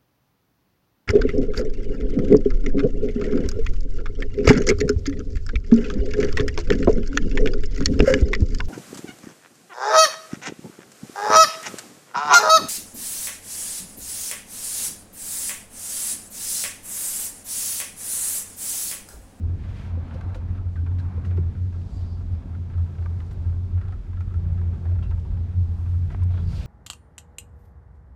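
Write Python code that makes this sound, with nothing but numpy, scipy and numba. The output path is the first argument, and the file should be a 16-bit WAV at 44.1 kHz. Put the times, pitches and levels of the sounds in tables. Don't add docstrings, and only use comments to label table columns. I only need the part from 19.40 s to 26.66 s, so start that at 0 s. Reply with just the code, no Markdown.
import sys
import numpy as np
from scipy import signal
from scipy.fft import rfft, irfft
from scipy.io import wavfile
from scipy.ndimage import uniform_filter1d
from numba import njit

SR = 44100
rng = np.random.default_rng(int(sys.argv[2]) if len(sys.argv) > 2 else 0)


def field_ratio(decibels):
    return 10 ** (np.asarray(decibels, dtype=float) / 20)


def generate_wav(signal):
    frames = np.transpose(np.atleast_2d(signal))
    scaled = np.clip(frames, -1, 1) * 32767
    pcm = np.round(scaled).astype(np.int16)
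    wavfile.write(sys.argv[1], SR, pcm)


N = 320166


def unit(x):
    return x / np.sqrt(np.mean(x ** 2))


@njit
def bandpass(x, hz, width_hz):
    y, band, low = np.empty(len(x)), 0., 0.
    g, k = np.tan(np.pi * hz / SR), width_hz / hz
    for i in range(len(x)):
        v = (band + g * (x[i] - low)) / (1 + g * (g + k))
        band, low, y[i] = 2 * v - band, low + 2 * g * v, k * v
    return y


def ring(x, hz, width_hz):
    narrow = bandpass(x, 1. * hz, 1. * width_hz)
    return unit(bandpass(narrow, 1. * hz, 3. * width_hz))


def lowpass(x, order, cutoff_hz):
    return signal.sosfilt(signal.butter(order, cutoff_hz, fs=SR, output="sos"), x)


def walk(rate_hz):
    hold = int(SR / rate_hz)
    steps = np.repeat(rng.standard_normal(N // hold + 1), hold)
    return 1.3 * uniform_filter1d(uniform_filter1d(steps, hold), hold)[:N]


def coloured(spectrum, flicker_db, rate_hz):
    hz, db = np.transpose(spectrum)
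    octave = np.log2(np.maximum(np.arange(N // 2 + 1) * SR / N, 1))
    gain = field_ratio(np.interp(octave, np.log2(hz), db, left=-120, right=-120))
    bins = rfft(rng.standard_normal(N)) * gain
    out = np.zeros(N)
    for centre in range(4, 15):
        region = irfft(bins * np.clip(1 - abs(octave - centre), 0, 1), N)
        out += region * field_ratio(flicker_db * walk(rate_hz))
    return unit(out)


def burst(t60_s, rise_s):
    t = np.arange(int(SR * .3)) / SR
    puff = rng.standard_normal(len(t)) * (1 - np.exp(-t / rise_s)) * np.exp(-np.log(1000) * t / t60_s)
    puff[0] = 5.
    return puff


def add(out, s, x, peak_db):
    i = int(s * SR)
    out[i:i + len(x)] += (x * field_ratio(peak_db) / abs(x).max())[:N - i]


# t/s, wind level/dB, rope vibration level/dB, panel sway level/dB
SHAKE = [(0.0, -36.5, -54.5, -37), (0.51, -43.5, -52.5, -43.5), (0.85, -39.5, -50.5, -42),
         (1.35, -42.5, -58.5, -43.5), (1.95, -42.5, -53, -37), (2.2, -44, -58, -42),
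         (2.93, -39, -56.5, -43.5), (3.3, -43.5, -56, -43), (3.66, -47.5, -55, -44.5),
         (4.02, -39, -56, -44), (4.75, -40.5, -60, -46), (5.09, -37, -55, -44.5), (5.46, -40.5, -56, -40.5),
         (5.7, -32.5, -55.5, -45), (6.07, -39, -57.5, -42), (6.55, -42, -57.5, -45), (6.71, -37, -56, -43),
         (7.26, -33.5, -51.5, -41)]


def shake():
    s, *columns = np.transpose(SHAKE)
    return [np.interp(np.arange(N) / SR, s, column) for column in columns]


# f/Hz, level/dB per Hz
HISS = [(1500, -8), (2400, -3.5), (3500, -2.5), (5000, -7), (8000, -14), (12000, -21), (15500, -30.5)]


def air_hiss():
    wind_db, _, _ = shake()
    return field_ratio(-69 + .1 * (wind_db + 40)) * coloured(HISS, flicker_db=.8, rate_hz=16)


# f/Hz, level/dB per Hz
BUFFET = [(16, -36), (25, -7), (33, -3), (45, 1.5), (62, -2.5), (75, -1), (105, -6), (125, -13), (160, -41)]


def wind_buffet():
    wind_db, _, _ = shake()
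    buffet_db = wind_db + 5.5 + 1.2 * walk(9)
    return field_ratio(buffet_db + .8) * coloured(BUFFET, flicker_db=.5, rate_hz=4)


# f/Hz, level/dB per Hz
DRONE = [(80, -17.5), (115, 0.5), (150, -4.5), (230, -6), (310, -15.5), (420, -18.5), (600, -32.5)]
# f/Hz, width/Hz, level/dB
PANEL = [(141.7, 4.3, -2.5), (170.9, 6, -3), (190.9, 9.1, -1.5), (214.8, 19, -7), (268, 15, -11.5),
         (364.7, 12, -13.5), (397.2, 31, -21)]


def panel_drone():
    _, _, sway_db = shake()
    drone_db = sway_db - 0.5 + .8 * walk(6)
    push = rng.standard_normal(N)
    modes = unit(sum(field_ratio(db + 0.5 * walk(2.1)) * ring(push, hz, width_hz) for hz, width_hz, db in PANEL))
    broad = coloured(DRONE, flicker_db=1.6, rate_hz=8)
    return field_ratio(drone_db) * (field_ratio(-1.5) * broad + field_ratio(-4) * modes)


# t/s of the top, level/dB, half length/s, f/Hz
GUSTS = [(0.053, -25.5, 0.075, 86.7), (0.131, -23, 0.048, 88.7), (0.294, -28.5, 0.062, 89.65),
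         (0.574, -25.0, 0.13, 86.73), (0.767, -29.5, 0.14, 85.5), (0.913, -29, 0.094, 89.2),
         (1.065, -27, 0.15, 88.6), (1.169, -37.5, 0.122, 90.3), (1.274, -28, 0.083, 90.8),
         (1.415, -24.0, 0.1, 86.74), (1.537, -23.5, 0.096, 89.2), (1.64, -26, 0.092, 88.8),
         (1.768, -30.0, 0.14, 87.56), (1.93, -20.5, 0.12, 87.4), (2.044, -23.0, 0.1, 87.5),
         (2.238, -24, 0.12, 90.1), (2.398, -24.0, 0.09, 86.4), (2.616, -34, 0.119, 87.5),
         (2.711, -34, 0.17, 87.2), (2.876, -31.5, 0.19, 87.16), (2.956, -29.5, 0.069, 86.56),
         (3.192, -29.5, 0.19, 85.96), (3.409, -22.0, 0.12, 86.3), (3.519, -38, 0.05, 84.8),
         (3.612, -27.5, 0.161, 85.1), (3.78, -29.5, 0.27, 86.36), (4.087, -20.5, 0.15, 85.8),
         (4.245, -29.0, 0.088, 88.55), (4.364, -23, 0.08, 86.56), (4.461, -28, 0.047, 90.2),
         (4.529, -29.5, 0.09, 89.7), (4.732, -28, 0.09, 88.7), (4.813, -23.5, 0.05, 87.44),
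         (4.887, -28, 0.052, 89.6), (4.972, -25, 0.048, 84.7), (5.067, -25, 0.1, 87.67),
         (5.175, -25, 0.088, 87.53), (5.298, -22.5, 0.13, 86.2), (5.531, -20, 0.17, 87.5),
         (5.73, -28, 0.13, 86.4), (5.869, -38.5, 0.22, 86.85), (5.997, -24.0, 0.14, 87.4),
         (6.198, -16.5, 0.091, 87.86), (6.317, -21, 0.077, 84.7), (6.414, -22, 0.05, 87.2),
         (6.506, -21, 0.11, 87.43), (6.625, -22, 0.1, 86.96), (6.889, -18.5, 0.185, 87.9),
         (7.054, -20, 0.065, 89.6), (7.196, -33.5, 0.21, 88)]


def cabin_boom():
    t, (tops_s, _, _, pitch_hz) = np.arange(N) / SR, np.transpose(GUSTS)
    size = field_ratio(-46.5)
    for s, db, half_s, _ in GUSTS:
        size = size + field_ratio(db) * np.cos(np.pi / 2 * np.clip((t - s) / half_s, -1, 1)) ** 2
    waver_hz = 1.108 * walk(15)
    phase = 2 * np.pi * np.cumsum(np.interp(t, tops_s, pitch_hz) + waver_hz) / SR
    note = np.sqrt(2) * np.sin(phase) * field_ratio(0.79 * walk(14))
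    octave = field_ratio(-30) * np.sin(2 * phase)
    skirt = ring(rng.standard_normal(N), 85.2, 19)
    return size * (note + octave) + field_ratio(-24) * size ** 0.42 * skirt


# t/s of the top, level/dB, f/Hz, half length/s
SINGING = [(0.2, -51.5, 190, 0.36), (.25, -54.5, 262.6, 0.25), (0.647, -50.5, 262.3, 0.18),
           (1.55, -44, 143.3, 0.22), (1.503, -55.5, 265.6, 0.66), (2.007, -48, 174.5, .12),
           (2.449, -52, 143.3, 0.22), (2.502, -48, 172, 0.16), (3.548, -46, 142.6, .5),
           (3.702, -53.5, 172.8, 0.58), (4.4, -50.5, 172.1, 0.14), (5.156, -44, 172.2, .3),
           (5.116, -42.5, 142.2, 0.18), (5.548, -47, 169.5, 0.46), (6.048, -47.5, 171, 0.42),
           (6.6, -46, 143, 0.17), (7.124, -42, 172.1, .2), (7.154, -41.5, 141.7, .25)]


def panel_singing():
    t = np.arange(N) / SR
    drift = 2 * np.pi * np.cumsum(1.2 * walk(8)) / SR
    notes = np.zeros(N)
    for s, db, hz, half_s in SINGING:
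        swell = np.cos(np.pi / 2 * np.clip((t - s) / half_s, -1, 1))
        notes += field_ratio(db) * swell * np.sin(2 * np.pi * hz * t + drift)
    return np.sqrt(2) * field_ratio(2.4 * walk(10)) * notes


# t/s of the top,
# level/dB, f/Hz, width/octaves, half length/s
SWISHES = [(0.36, -55.5, 1720, 3.2, 0.13), (2.57, -67, 4664, .15, 0.058), (2.58, -66, 3700, 1.6, .12),
           (2.5, -70, 4600, 1.6, 0.29), (2.7, -67, 4700, 0.4, 0.09), (3.7, -71, 4000, 2.5, 0.56),
           (6.96, -64, 3300, 1.3, 0.07), (7.23, -55.5, 3300, 1.8, 0.089), (0.86, -74, 4080, .09, .14),
           (7.22, -56.5, 2600, 3.5, 0.2), (7.2, -67.5, 5500, 2.5, 0.15), (6.5, -70.5, 4000, 4.3, 0.32),
           (6.975, -63, 3400, 0.41, .04), (3.76, -55.5, 380, .4, .3), (4.4, -57, 370, .4, .3),
           (5.4, -56, 369, .4, .7), (.22, -62.5, 1900, 2, .06), (1.15, -64, 1400, 1.7, .07),
           (4.47, -62.5, 1330, .4, .12), (4.85, -64, 1330, .4, 0.11), (7.14, -60.5, 4700, 0.27, 0.087),
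           (7.22, -59, 2500, 0.62, 0.042), (2.55, -71.5, 7300, .6, .07), (0.41, -59.5, 2200, 1.5, 0.16),
           (0.72, -63.5, 2800, 1.3, .1), (2.9, -72, 4100, 1.5, .1), (7.13, -60.5, 1200, 1.2, 0.062)]


def soft_swells():
    out = np.zeros(N)
    for s, db, hz, octaves, half_s in SWISHES:
        swell = np.exp(-((np.arange(N) / SR - s) / half_s) ** 2)
        noise_band = ring(rng.standard_normal(N), hz, .35 * octaves * hz)
        out += field_ratio(db + 1.6 * walk(35)) * swell * noise_band
    return out


# f/Hz, level/dB per Hz
ROPE = [(300, -18), (450, -1.5), (700, -0.5), (1100, -6), (1700, -12.5), (2400, -16), (3600, -41.5)]
# f/Hz, width/Hz, level/dB
FITTING = [(500, 140, -2), (680, 160, -2), (900, 170, -1), (1120, 150, -3), (1315, 90, -2), (1520, 170, -3),
           (1950, 280, -6), (2400, 330, -7), (3100, 600, -10), (4500, 1800, -13)]


def rope_chatter():
    _, rope_db, _ = shake()
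    touches = (rng.random(N) < 60 / SR) * rng.exponential(size=N) ** .4
    force = 0.023 + signal.lfilter([1], [1, -np.exp(-1 / (0.014 * SR))], touches)
    contacts = force * rng.standard_normal(N)
    chatter = np.zeros(N)
    for hz, width_hz, db in FITTING:
        dulled_db = db - 6.7 * max(np.log2(hz / 1500), 0)
        chatter += field_ratio(dulled_db) * ring(contacts, hz, width_hz)
    rope = coloured(ROPE, flicker_db=2.3, rate_hz=7)
    return field_ratio(rope_db - 1.5) * (rope + field_ratio(-6.5) * unit(chatter))


# t/s, peak level/dB, f/Hz, t60/s
PINGS = [(.712, -48, 1499, .12), (.745, -39, 512, 0.1), (.888, -49, 697, 0.055), (.905, -49, 1350, 0.11),
         (.952, -40.5, 504, .15), (1.175, -46, 1320, .2), (1.365, -44.5, 1540, 0.18),
         (1.463, -49.5, 2306, .08), (1.475, -54, 1490, .1), (1.515, -44.5, 864, .05),
         (1.598, -46.5, 1600, 0.067), (1.975, -46.5, 889, 0.043), (1.98, -29.5, 172, .2),
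         (1.975, -23.5, 143, .2), (.81, -42, 1600, .04), (3.379, -48, 1309, 0.11), (3.659, -41, 1203, .08),
         (3.804, -47, 1290, .05), (4.523, -46, 1295, 0.14), (4.525, -46, 750, 0.063),
         (4.94, -46.5, 1340, 0.12), (5.215, -46, 944, 0.036), (4.77, -50, 1346, .25),
         (1.985, -38, 238.8, 0.079), (3.148, -48, 1400, 0.063), (4.482, -49, 1350, .15),
         (4.485, -46, 800, .06), (4.731, -50.5, 995, 0.046), (4.806, -47.5, 1340, .15),
         (4.806, -51.5, 2400, .05), (4.905, -50, 1241, .1), (5.453, -43.5, 750, .1),
         (5.515, -42, 631, 0.065), (5.626, -49, 1051, .1), (5.635, -50.5, 2710, 0.19),
         (5.555, -48, 901, .06), (5.85, -48, 950, 0.07), (5.712, -45.5, 895, .06), (5.712, -49, 1340, .15),
         (5.778, -47, 896.6, 0.061), (5.973, -46.5, 852, .1), (6.462, -48, 904, 0.12),
         (6.722, -43, 680, 0.094), (6.821, -47.5, 1003, 0.045), (6.9, -45, 677, .15),
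         (6.835, -54, 8135, 0.017)]


def pings():
    out = np.zeros(N)
    for s, db, hz, t60_s in PINGS:
        tone = ring(burst(.8 * t60_s, rise_s=.0003), hz, 2.2 / t60_s + .055 * hz)
        add(out, s, tone, db - 2.5)
        click_hz = max(hz, 600)
        click = ring(burst(.02, rise_s=.0002), click_hz, 1.2 * click_hz)
        add(out, s, click, db - 5 + 12 * min(np.log2(hz / 800), 0))
    return out


# t/s, peak level/dB, f/Hz, t60/s
TICKS = [(0.739, -48, 3870, 0.09), (0.811, -51, 6700, 0.015), (0.812, -41, 1660, 0.014),
         (1.358, -55.5, 1880, 0.23), (0.945, -49.5, 6350, 0.13), (1.587, -49, 3870, 0.14),
         (1.851, -51.5, 4520, 0.18), (1.968, -53.5, 4494, 0.044), (3.8, -54, 2600, 0.035),
         (4.413, -52, 3600, 0.025), (4.482, -54, 3600, 0.031), (4.523, -58.5, 3800, .03),
         (4.806, -51, 3800, 0.042), (4.94, -56.5, 3781, 0.031), (3.908, -54, 3990, 0.13),
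         (3.929, -54.5, 10670, 0.044), (5.13, -52.5, 8270, 0.01), (5.63, -51, 2654, 0.11),
         (5.709, -52, 3915, 0.029), (5.798, -52, 3925, 0.021), (6.714, -54.5, 5018, 0.11),
         (6.835, -51, 8205, 0.011), (6.835, -57, 13500, .01), (6.72, -46.5, 1505, 0.14),
         (6.835, -42.5, 4542, 0.006)]


def ticks():
    out = np.zeros(N)
    for s, db, hz, t60_s in TICKS:
        add(out, s, ring(burst(t60_s, rise_s=.0004 + .02 * t60_s), hz, .7 * hz), db)
    return out


# t/s, peak level/dB, low f/Hz, high f/Hz, t60/s
KNOCKS = [(0.571, -36.5, 247, 488, 0.15), (0.751, -36.5, 264, 516, 0.07), (.888, -42, 475, 760, 0.061),
          (1.515, -41, 604, 800, 0.027), (.955, -35.5, 289, 510, 0.11), (1.775, -31.5, 220, 472, 0.064),
          (1.979, -26, 320, 365, 0.1), (3.05, -32.5, 183, 236, 0.13), (3.659, -41, 1600, 2300, 0.03),
          (3.659, -40, 950, 1600, .07), (5.215, -42, 900, 1700, .025), (1.358, -44, 1250, 1950, .06),
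          (1.588, -48, 2900, 4000, .06), (1.597, -46, 1600, 4100, .07), (5.626, -48, 2700, 3200, .15),
          (5.7, -56, 3900, 4600, .1), (1.85, -46, 1900, 2800, .08), (.947, -48, 2900, 4000, .12),
          (1.12, -36, 230, 290, .15), (1.43, -34, 220, 270, .15), (.86, -36, 240, 300, .12),
          (2.56, -38, 210, 260, .12), (5.08, -34, 150, 175, .2), (4.806, -43, 900, 1400, .04),
          (4.413, -47, 900, 1350, .04), (3.804, -46, 2000, 2900, 0.03), (6.746, -37, 1200, 1900, 0.01),
          (6.747, -29, 401, 791, 0.0099), (6.75, -36.5, 600, 1528, .008)]


def knocks():
    out = np.zeros(N)
    for s, db, low_hz, high_hz, t60_s in KNOCKS:
        blow = burst(t60_s / 4, rise_s=0.00037)
        thud = sum(ring(blow, hz, 3.4 / t60_s + 0.052 * hz) for hz in (low_hz, high_hz))
        add(out, s, lowpass(thud, 4, 1.4 * high_hz), db)
    return out


# first t/s, last t/s, last peak level/dB, f/Hz
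BOUNCES = [
    (1.15, 1.18, -45.5, 1320),
    (4.094, 4.124, -47.5, 1320),
    (4.377, 4.413, -41.5, 1320),
    (4.451, 4.482, -45, 1269),
    (4.522, 4.522, -44.5, 1308),
    (4.732, 4.806, -42.5, 1290),
    (6.904, 6.974, -38.5, 899.2),
]


def bounces():
    rows = []
    for first_s, last_s, db, hz in BOUNCES:
        times = np.linspace(last_s, first_s, round((last_s - first_s) / .035) + 1)
        rows += [(s, db - 2.5 * k, hz, -7) for k, s in enumerate(times)]
    return rows


# t/s, peak level/dB, struck part f/Hz, brightness/(dB per octave)
RATTLES = [(0.238, -45, 923, -3), (0.709, -41.5, 1221, -5), (0.808, -48, 1531, -1), (0.885, -55, 869, 4),
           (0.946, -37, 1010, 0), (0.91, -57, 1305, 4.5), (1.357, -43.5, 1900, -16),
           (1.463, -40, 1050, -11), (1.516, -50, 868, -2), (1.585, -44, 1640, -3.5), (1.707, -70, 1324, -9),
           (1.848, -40.5, 1147, 0), (1.91, -42.5, 964, -4), (1.973, -41.5, 883, -2),
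           (2.415, -48.5, 1190, 0.5), (3.147, -45.5, 1471, -8), (3.378, -47, 1000, -9),
           (3.463, -47.5, 1501, -7), (3.803, -45, 1270, -4), (3.912, -44, 854, 2), (4.593, -56, 1300, -12),
           (5.277, -49.5, 860, 2.5), (5.459, -46, 1131, -5), (5.557, -46.5, 885.3, -7.5),
           (5.624, -41, 1110, -9.5), (5.711, -41, 1310, -8), (5.973, -49, 1330, -8),
           (6.462, -46, 904, -16.5), (6.703, -39, 900, -5), (6.821, -44, 900, -3), (3.584, -45, 1150, -5),
           (3.55, -50, 1200, -6), (3.622, -48.5, 1104, -7), (3.826, -53, 1200, -8),
           (4.045, -48.5, 1100, -6), (5.178, -45.5, 1350, -12), (5.49, -47, 1200, -7.5),
           (5.587, -44.5, 1300, -9), (5.778, -51, 1100, -10), (4.903, -52, 1319, -13),
           (4.94, -46, 1300, -11), (0.405, -47.5, 1700, -11), (7.13, -45, 1300, -8),
           (1.765, -50.5, 1201, 0), (3.3, -46, 1400, -9), (3.335, -45, 1400, -9), (2.15, -47, 1300, -10),
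           (5.452, -44.5, 800, -9)]


def rattles():
    out = np.zeros(N)
    for s, db, part_hz, bright_db in list(RATTLES) + bounces():
        t60_s = max(.09 + .004 * (db + 47.5), .05)
        blow, scatter = burst(t60_s, rise_s=.0007), rng.standard_normal(len(FITTING))
        sound = ring(burst(t60_s / 2, rise_s=.0004), 1400, 1500) * field_ratio(-4 + .3 * bright_db)
        for (hz, width_hz, mode_db), c in zip(FITTING, scatter):
            tilt_db = bright_db * max(np.log2(hz / 1500), 0)
            near_db = 4.5 * np.exp(-(2.5 * np.log2(hz / part_hz)) ** 2)
            mode = ring(blow, hz, (2.4 + .1 * min(bright_db, 0)) * width_hz)
            sound += field_ratio(mode_db + tilt_db + 1.5 * c + near_db) * mode
        cutoff_hz = np.clip(9000 * field_ratio(1.8 * bright_db), 2000, 15000)
        add(out, s, lowpass(sound, 2, cutoff_hz), db - 1)
        snap = ring(burst(.04, rise_s=.0003), 1900, 0.59 * 1900)
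        add(out, s, lowpass(snap, 4, 5200), db - 9.5)
    return out


def scene():
    background = air_hiss() + wind_buffet() + panel_drone() + cabin_boom() + panel_singing()
    foreground = soft_swells() + rope_chatter() + pings() + ticks() + knocks() + rattles()
    return (background + foreground)[None]


def band_limit(x):
    return signal.sosfilt(signal.butter(12, 15740, fs=SR, output="sos"), x)


def record(dry):
    return band_limit(dry)


dry = scene()
out = record(dry)
generate_wav(out)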